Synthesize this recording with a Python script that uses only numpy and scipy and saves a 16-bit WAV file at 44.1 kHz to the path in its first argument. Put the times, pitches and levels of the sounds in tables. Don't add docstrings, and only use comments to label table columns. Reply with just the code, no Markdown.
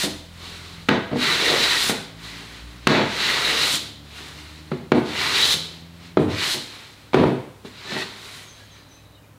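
import sys
import numpy as np
from scipy import signal
from scipy.fft import rfft, irfft, next_fast_len
from scipy.io import wavfile

SR = 44100
rng = np.random.default_rng(int(sys.argv[2]) if len(sys.argv) > 2 else 0)


def boost(x):
    u = np.asarray(x, float) / 20
    return 10 ** u


def generate_wav(sig):
    pcm = np.round(np.clip(np.atleast_2d(sig).T, -1, 1) * 32767).astype(np.int16)
    wavfile.write(sys.argv[1], SR, pcm)


N = 413640
TIME = np.arange(N) / SR
SLOW = TIME[::64]


def rms_one(x):
    return x / np.sqrt(np.mean(x ** 2) + 1e-20)


def at_hz(points, hz):
    points_hz, values = np.transpose(points)
    return np.interp(np.log(hz + 1), np.log(points_hz), values)


def coloured(x, spectrum):
    size = next_fast_len(N)
    gain = boost(at_hz(spectrum, np.fft.rfftfreq(size, 1 / SR)))
    return rms_one(irfft(rfft(x, size) * gain, size)[:N])


def drift(rate_hz):
    r = np.exp(-80 * np.pi * rate_hz / SR)
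    noise = rng.standard_normal(N // 40 + 2002)
    slow = signal.lfilter([1], [1, -2 * r, r * r], noise)[2000:]
    return np.interp(np.arange(N) / 40, np.arange(len(slow)), rms_one(slow))


def resonate(x, hz, width_hz):
    r = np.exp(-np.pi * width_hz / SR)
    poles = [1, -2 * r * np.cos(2 * np.pi * hz / SR), r * r]
    return rms_one(signal.lfilter([1, 0, -1], poles, x))


def butter(x, order, hz, kind):
    return signal.sosfilt(signal.butter(order, hz, kind, fs=SR, output="sos"), x)


def gate(t, start_s, stop_s, fade_s):
    return np.clip(np.minimum(t - start_s, stop_s - t) / fade_s, 0, 1)


def background():
    # (f/Hz, level/dB)
    hum_tones = [(64.6, -57), (102.3, -51.5), (129.2, -75.5), (193.8, -63), (296.1, -61)]
    # (f/Hz, density/dB per Hz)
    floor_spectrum = [(18, -32), (30, -14), (103, -5.5), (156, -1), (188, -14), (250, -5), (352, -14.5),
                      (594, -11), (677, -14.5), (1300, -18), (6440, -31), (14100, -33), (15700, -33)]
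    floor_db = -47
    hums = np.zeros(N)
    for hz, db in hum_tones:
        level = boost(db - 1.0 + 2.1 * drift(2.0))
        phase = 2 * np.pi * np.cumsum(hz + 0.553 * drift(1.4)) / SR
        hums += level * np.sin(phase)
    return hums + boost(floor_db - 5.0) * coloured(rng.standard_normal(N), floor_spectrum)


def engine():
    # (t/s, firing f/Hz)
    speed = [(0, 40.6), (.4, 42.5), (.65, 42.8), (.9, 41.5), (2.1, 54.3), (2.8, 60.13), (3.9, 71.3),
             (4.6, 77.24), (5.7, 82.96), (6.1, 85.7), (6.5, 86)]
    orders_db = [-48, -46.5, -51.5, -53.5, -55, -60]
    # (f/Hz, width/Hz, level/dB)
    door_modes = [(59.8, 3.7, 4.5), (76.5, 19, 0), (111, 18, -9), (167, 13, 1.5), (214, 13, -6.5),
                  (299, 34, 1.5)]
    gone_s = 6.45
    firing_hz = np.interp(TIME, *np.transpose(speed))
    phase = 2 * np.pi * np.cumsum(firing_hz * (1 + 0.0019 * drift(3.15))) / SR
    orders = np.zeros(N)
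    for k, db in enumerate(orders_db, 1):
        passed = 0
        for mode_hz, width_hz, mode_db in door_modes:
            detune = 2 * (k * firing_hz[::64] - mode_hz) / width_hz
            passed = passed + boost(mode_db) ** 2 / (1 + detune ** 2)
        swell = np.interp(TIME, SLOW, np.sqrt(passed))
        orders += boost(db + 2.5 * drift(3.2)) * swell * np.sin(k * phase)
    return np.sqrt(2) * orders * gate(TIME, -1, gone_s, 0.28)


def birds():
    # (t/s, length/s, start f/Hz, end f/Hz, level/dB)
    chirps = [(8.43, 0.035, 6800, 6350, -53), (8.468, 0.044, 6800, 5800, -48), (8.5, .035, 6650, 5950, -48),
              (8.64, 0.032, 6850, 6350, -57), (8.707, .055, 6740, 5730, -54), (8.88, .03, 6600, 6100, -59),
              (8.905, .04, 6050, 5830, -53), (8.937, 0.044, 6300, 6000, -54),
              (8.69, 0.044, 3700, 3100, -55), (8.73, 0.038, 2000, 1650, -60), (8.962, .05, 2550, 2530, -59),
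              (9.144, 0.023, 3740, 3600, -50), (9.148, .05, 3030, 2872, -58),
              (9.225, .035, 2490, 2420, -58)]
    out, quaver = np.zeros(N), drift(119)
    for s, length_s, start_hz, end_hz, db in chirps:
        span = slice(round(s * SR), round((s + length_s) * SR))
        t = TIME[span] - s
        glide_hz = start_hz + (end_hz - start_hz) * t / length_s
        phase = 2 * np.pi * np.cumsum(glide_hz * (1 + 0.017 * quaver[span])) / SR
        out[span] += boost(db) * gate(t, 0, length_s, 0.011) * np.sin(phase)
    return out


def fingers():
    # (f/Hz, width/Hz, level/dB, start t/s, stop t/s)
    rub_tones = [(1650, 20, -58, 8.57, 8.66), (1786, 30, -61, 8.72, 8.85), (2340, 26, -60, 8.38, 8.5),
                 (2310, 27, -66, 8.72, 8.85), (3270, 50, -63, 8.42, 8.62), (3940, 220, -62.5, 8.55, 9.2),
                 (3150, 120, -62, 8.6, 8.74), (4830, 60, -68, 8.76, 8.87), (1753, 38, -38, 7.86, 7.95),
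                 (1910, 110, -35.5, 7.94, 8.05), (2620, 110, -40, 7.94, 8.05), (365, 28, -45, 7.84, 8.06),
                 (408, 38, -44.5, 7.63, 7.71), (98, 10, -34, 6.2, 6.42), (96, 120, -32, 7.14, 7.33)]
    out, skin, slip_db = np.zeros(N), rng.standard_normal(N), 1.3 * drift(30)
    for hz, width_hz, db, start_s, stop_s in rub_tones:
        span = slice(round(start_s * SR), round(stop_s * SR))
        tone = resonate(resonate(skin[span], hz, 1.4 * width_hz), hz, 1.4 * width_hz)
        level = boost(db + 1.0 + slip_db[span])
        out[span] += level * gate(TIME[span], start_s, stop_s, 0.03) * tone
    return out


def crack(db, contact_hz):
    toe, tick = np.zeros((2, SR // 40))
    toe[[0, 45, 90]] = 1.5, -.8, .7
    tick[[135, 160, 250]] = .8, -1, .3
    dull = butter(toe, 2, [500, 2.0 * contact_hz], "band")
    bright = butter(tick, 2, [1200, 3.13 * contact_hz], "band")
    return boost(db) * (boost(14.5) * dull + boost(18.0) * bright)


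def blows():
    # (t/s, thump level/dB, crack level/dB, clatter level/dB, rocking time/s)
    landings = [(0.036, -27, -42, -37, 0.046), (0.887, -16, -1.5, -17.5, 0.07),
                (1.113, -22, -42, -41, 0.017), (1.895, -24, -17, -26, 0.034), (2.8705, -18.5, 1, -16, 0.16),
                (2.95, -25.5, -30, -23, 0.069), (3.735, -32.5, -36, -51, 0.018),
                (4.716, -23, -8.5, -37.5, 0.022), (4.919, -14, 5, -23, 0.065), (5.54, -33, -38, -57, 0.025),
                (6.171, -11, 4, -29, 0.051), (6.28, -28, -40, -41, 0.058), (6.541, -32, -37, -40, 0.043),
                (7.133, -25, -25, -26, 0.0042), (7.143, -12, -5, -20.5, 0.098), (7.237, -19, 0, -35, 0.08),
                (7.648, -41, -36, -50, 0.013), (7.919, -33, -41.5, -35.5, 0.067),
                (7.965, -30.5, -40, -34, 0.014), (1.13, -18.5, -44, -39, 0.011),
                (1.158, -19.5, -48, -46, .014)]
    # (f/Hz, level/dB, t60/s)
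    bench_modes = [(147.7, -8, 0.031), (199, -11, 0.07), (250, -5.5, 0.075), (305, -6, 0.041),
                   (382.5, 2.5, 0.041), (463, -2.5, 0.041), (508, -6, 0.04), (647, 7, 0.011),
                   (852, 11.5, 0.0079), (1010, -0.5, 0.012), (1290, -10, 0.048)]
    # (f/Hz, density/dB per Hz)
    clatter_spectrum = [(300, -34), (700, -8.5), (1300, -1), (2200, -3), (3000, -8.5), (4000, -9),
                        (5200, -22.5), (9000, -38.5), (15000, -53)]
    base_contact_hz, db_per_octave = 1064, 13.5
    thump_share = 0.91
    thump, snap, clatter = np.zeros((3, N + SR))
    t = np.arange(SR // 4) / SR
    for s, thump_db, crack_db, clatter_db, rock_s in landings:
        push, shake = rng.standard_normal((2, len(t)))
        rocking = boost(-4.0 * t / rock_s - 60 * np.maximum(t - rock_s, 0) / 0.12)
        hardness_octaves = (clatter_db - thump_db) / db_per_octave
        contact_hz = np.clip(base_contact_hz * 2 ** hardness_octaves, 450, 1500)
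        pushes = push * (rocking + 1.67 * boost(-60 * t / 0.028))
        soft = butter(pushes, 2, min(thump_share * contact_hz, 750), "low")
        at = round(s * SR)
        thump[at:at + len(t)] += boost(thump_db) * soft
        clatter[at:at + len(t)] += boost(clatter_db) * shake * (rocking + 2.86 * boost(-60 * t / 0.081))
        snap[at:at + SR // 40] += crack(crack_db, contact_hz)
    bench = np.zeros(N + SR)
    for hz, db, t60_s in bench_modes:
        r, w = boost(-60 / (t60_s * SR)), 2 * np.pi * hz / SR
        poles = [1, -2 * r * np.cos(w), r * r]
        bench += signal.lfilter([0, boost(db) * np.sin(w)], poles, thump + 1e-18)
    bench = butter(bench + 1e-9 * rng.standard_normal(N + SR), 4, 125, "high")
    colour = boost(at_hz(clatter_spectrum, np.fft.rfftfreq(N, 1 / SR)))
    loose = irfft(rfft(clatter[:N]) * colour, N)
    return boost(-29) * bench[:N] + boost(4.0) * loose, snap[:N]


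def fibres(per_s, spread_db):
    sizes = boost(spread_db * np.minimum(rng.exponential(1, N), 4)) * rng.choice([-1, 1], N)
    return sizes * (rng.random(N) < per_s / SR)


def ringing(modes, spectrum, ring_db):
    snaps = fibres(9000, 1.27)
    rung = np.zeros(N)
    for hz, width_hz, db in modes:
        level = boost(db + 3 * drift(10) + 2.5 * drift(60))
        rung += level * resonate(snaps, hz, width_hz)
    direct = coloured(fibres(9000, 1.3), spectrum)
    return rms_one(direct + boost(ring_db) * rung)


def contact():
    # (bite t/s, full cut t/s, lift-off t/s, cut level/dB, edge ring gained in run-out/dB)
    strokes = [
        (-.4, -.3, 0.048, -23.5, 5.5),
        (1.165, 1.223, 1.903, -22.5, 3.5),
        (3.034, 3.24, 3.755, -23, 6),
        (5.064, 5.232, 5.533, -22.5, 8),
        (6.303, 6.436, 6.54, -24, 7.5),
    ]
    # (peak t/s, level/dB, swell/dB per s, fade/dB per s, hiss re rustle/dB)
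    rustles = [(.46, -39.5, 87.5, 19.5, -8), (2.25, -38.5, 163, 21.5, -8.5), (2.885, -27.5, 1500, 60, -34),
               (2.975, -31, 164, 87, -33), (4.18, -39.5, 108.5, 22.5, -8), (4.96, -50.5, 600, 100, 4),
               (5.75, -46, 92, 94, -9), (6.2, -52, 500, 120, 5), (7.15, -49.5, 900, 50, 3.5),
               (6.07, -46, 75, 128, -10), (6.75, -43, 42, 36, -7.5), (7.657, -44, 900, 150, -8),
               (7.79, -43.5, 150, 100, -18), (7.91, -33.5, 141, 50, -19), (8.011, -32, 103, 205, -9),
               (8.15, -50, 52, 30, -19), (8.39, -41.5, 25.5, 114, -3), (8.6, -50, 70, 90, -6),
               (8.76, -51, 180, 114, -10), (8.94, -57, 90, 58, -7)]
    bite_db, sag_db = 15, 2
    runout_s, runout_db = 0.19, 3
    edge_start_db, edge_gain_db = -0.5, 3
    hiss_start_db, hiss_gain_db, hiss_runout_db = -13.5, 6.5, 10.5
    lift_db_s, trail_db, trail_db_s = 408, -9, 118
    stroke_rumble_db = -11.5
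    rustle_edge_db, rustle_rumble_db = 1, -7
    t, total = SLOW, 1e-14
    for start, full, end, db, ring_db in strokes:
        along = np.clip((t - full) / (end - full), 0, 1)
        runout = np.clip(1 - (end - t) / runout_s, 0, 1)
        after = np.maximum(t - end, 0)
        swell_db = bite_db * np.minimum(t - full, 0) / (full - start) - lift_db_s * np.maximum(start - t, 0)
        stop_db = np.maximum(-lift_db_s * after, trail_db - trail_db_s * after)
        cut_db = db + swell_db - sag_db * along - runout_db * runout + stop_db
        edge_db = edge_start_db + edge_gain_db * along + ring_db * runout
        hiss_db = hiss_start_db + hiss_gain_db * along + hiss_runout_db * runout
        offsets_db = np.array([0 * t, edge_db, hiss_db, stroke_rumble_db + 0 * t])
        total = total + boost(cut_db + offsets_db) ** 2
    for s, db, swell_db_s, fade_db_s, hiss_db in rustles:
        rustle_db = db - swell_db_s * np.maximum(s - t, 0) - fade_db_s * np.maximum(t - s, 0)
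        offsets_db = np.array([[0], [rustle_edge_db], [hiss_db], [rustle_rumble_db]])
        total = total + boost(rustle_db + offsets_db) ** 2
    return [np.interp(TIME, t, 10 * np.log10(p)) for p in total]


def plane():
    # (f/Hz, density/dB per Hz)
    cut_spectrum = [(560, -30), (950, -7), (1490, -2), (1750, -3), (2000, -1.5), (2510, -2), (3100, -6.5),
                    (4030, -32), (6820, -120)]
    edge_spectrum = [(1760, -40), (3000, -3.5), (4140, -1), (4870, -7), (6000, -13), (7800, -18),
                     (13200, -120)]
    fibre_spectrum = [(3240, -9.5), (5500, -4), (8020, -3), (9480, -4), (12600, -12.5), (15000, -13),
                      (15700, -36)]
    rumble_spectrum = [(76, -38), (130, 1.5), (252, -3), (304, -2), (390, 2), (558, -8.5), (644, -5.5),
                       (1100, -3), (1430, -9), (2420, -120)]
    # (f/Hz, width/Hz, level/dB)
    body_modes = [(1503, 56, -20), (1970, 186, -2), (2247, 34, -10.5), (2770, 41, -8.5)]
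    iron_modes = [(3600, 130, -9), (3907, 117, -4), (4150, 150, -11)]
    # (t/s, level/dB, swell and fade/dB per s)
    knot_hits = [
        (1.53, -20, 95),
        (3.36, -34, 70),
        (3.55, -29.5, 62),
        (5.45, -32.5, 74),
    ]
    cut_db, edge_db, hiss_db, rumble_db = contact()
    grain = drift(8)
    bite_db = np.clip(0.25 * (cut_db + 20.5), -9, 0)
    cut = ringing(body_modes, cut_spectrum, bite_db - 3.5) * boost(cut_db + 1.1 * grain)
    edge = ringing(iron_modes, edge_spectrum, bite_db + 1.0)
    edge *= boost(edge_db + 0.7 * grain + 0.9 * drift(7))
    hiss = coloured(fibres(12000, 3.0), fibre_spectrum)
    hiss *= boost(hiss_db + 0.37 * grain + 0.49 * drift(32))
    rumble = coloured(fibres(3000, 1.9), rumble_spectrum) * boost(rumble_db + 2.0 + 1.75 * drift(9.4))
    knot_level = sum(boost(db - db_s * abs(SLOW - s)) for s, db, db_s in knot_hits)
    knots = resonate(fibres(1500, 2.0), 435, 240) * np.interp(TIME, SLOW, knot_level)
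    return boost(-3.0) * (cut + edge + hiss + rumble + knots)


def workshop(x):
    # (f/Hz, t60/s)
    walls = [(100, 0.49), (300, 0.47), (1000, 0.6), (4000, 0.66), (9000, 0.37), (16000, 0.12)]
    t, tail = np.arange(SR) / SR, np.zeros(SR)
    edges_hz = 60 * 2 ** np.arange(0, 8.1, .5)
    for low, high in zip(edges_hz, edges_hz[1:]):
        band = butter(rng.standard_normal(SR), 2, [low, high], "band")
        tail += band * boost(-60 * t / at_hz(walls, np.sqrt(low * high)))
    tail *= np.clip(t / 0.011, 0, 1)
    return signal.fftconvolve(x, tail / np.sqrt(np.sum(tail ** 2)))[:N]


def scene():
    slide, (knocks, snap), far = plane(), blows(), birds()
    wet = workshop(boost(-11.5) * slide + boost(-6) * knocks + boost(-14.5) * snap + boost(-9.0) * far)
    mono = slide + knocks + snap + far + wet + engine() + background() + fingers()
    return np.array([mono, mono])


def top_cut(x):
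    return signal.sosfilt(signal.butter(12, 16490, fs=SR, output="sos"), x)


def record(dry):
    limit_db, release_db_s, top = -13.5, 170, .69
    level_db = 10 * np.log10(signal.lfilter([.004], [1, -.996], dry[0] ** 2) + 1e-12)
    held_db = np.maximum.accumulate(level_db + release_db_s * TIME) - release_db_s * TIME
    gain_db = signal.lfilter([.01], [1, -.99], np.minimum(limit_db - held_db, 0))
    capped = np.clip(dry * boost(gain_db), -top, top)
    lowpass = signal.cheby2(18, 50, 16150, fs=SR, output="sos")
    mix = signal.sosfilt(lowpass, capped)
    return top_cut(mix)


dry = scene()
out = record(dry)
generate_wav(out)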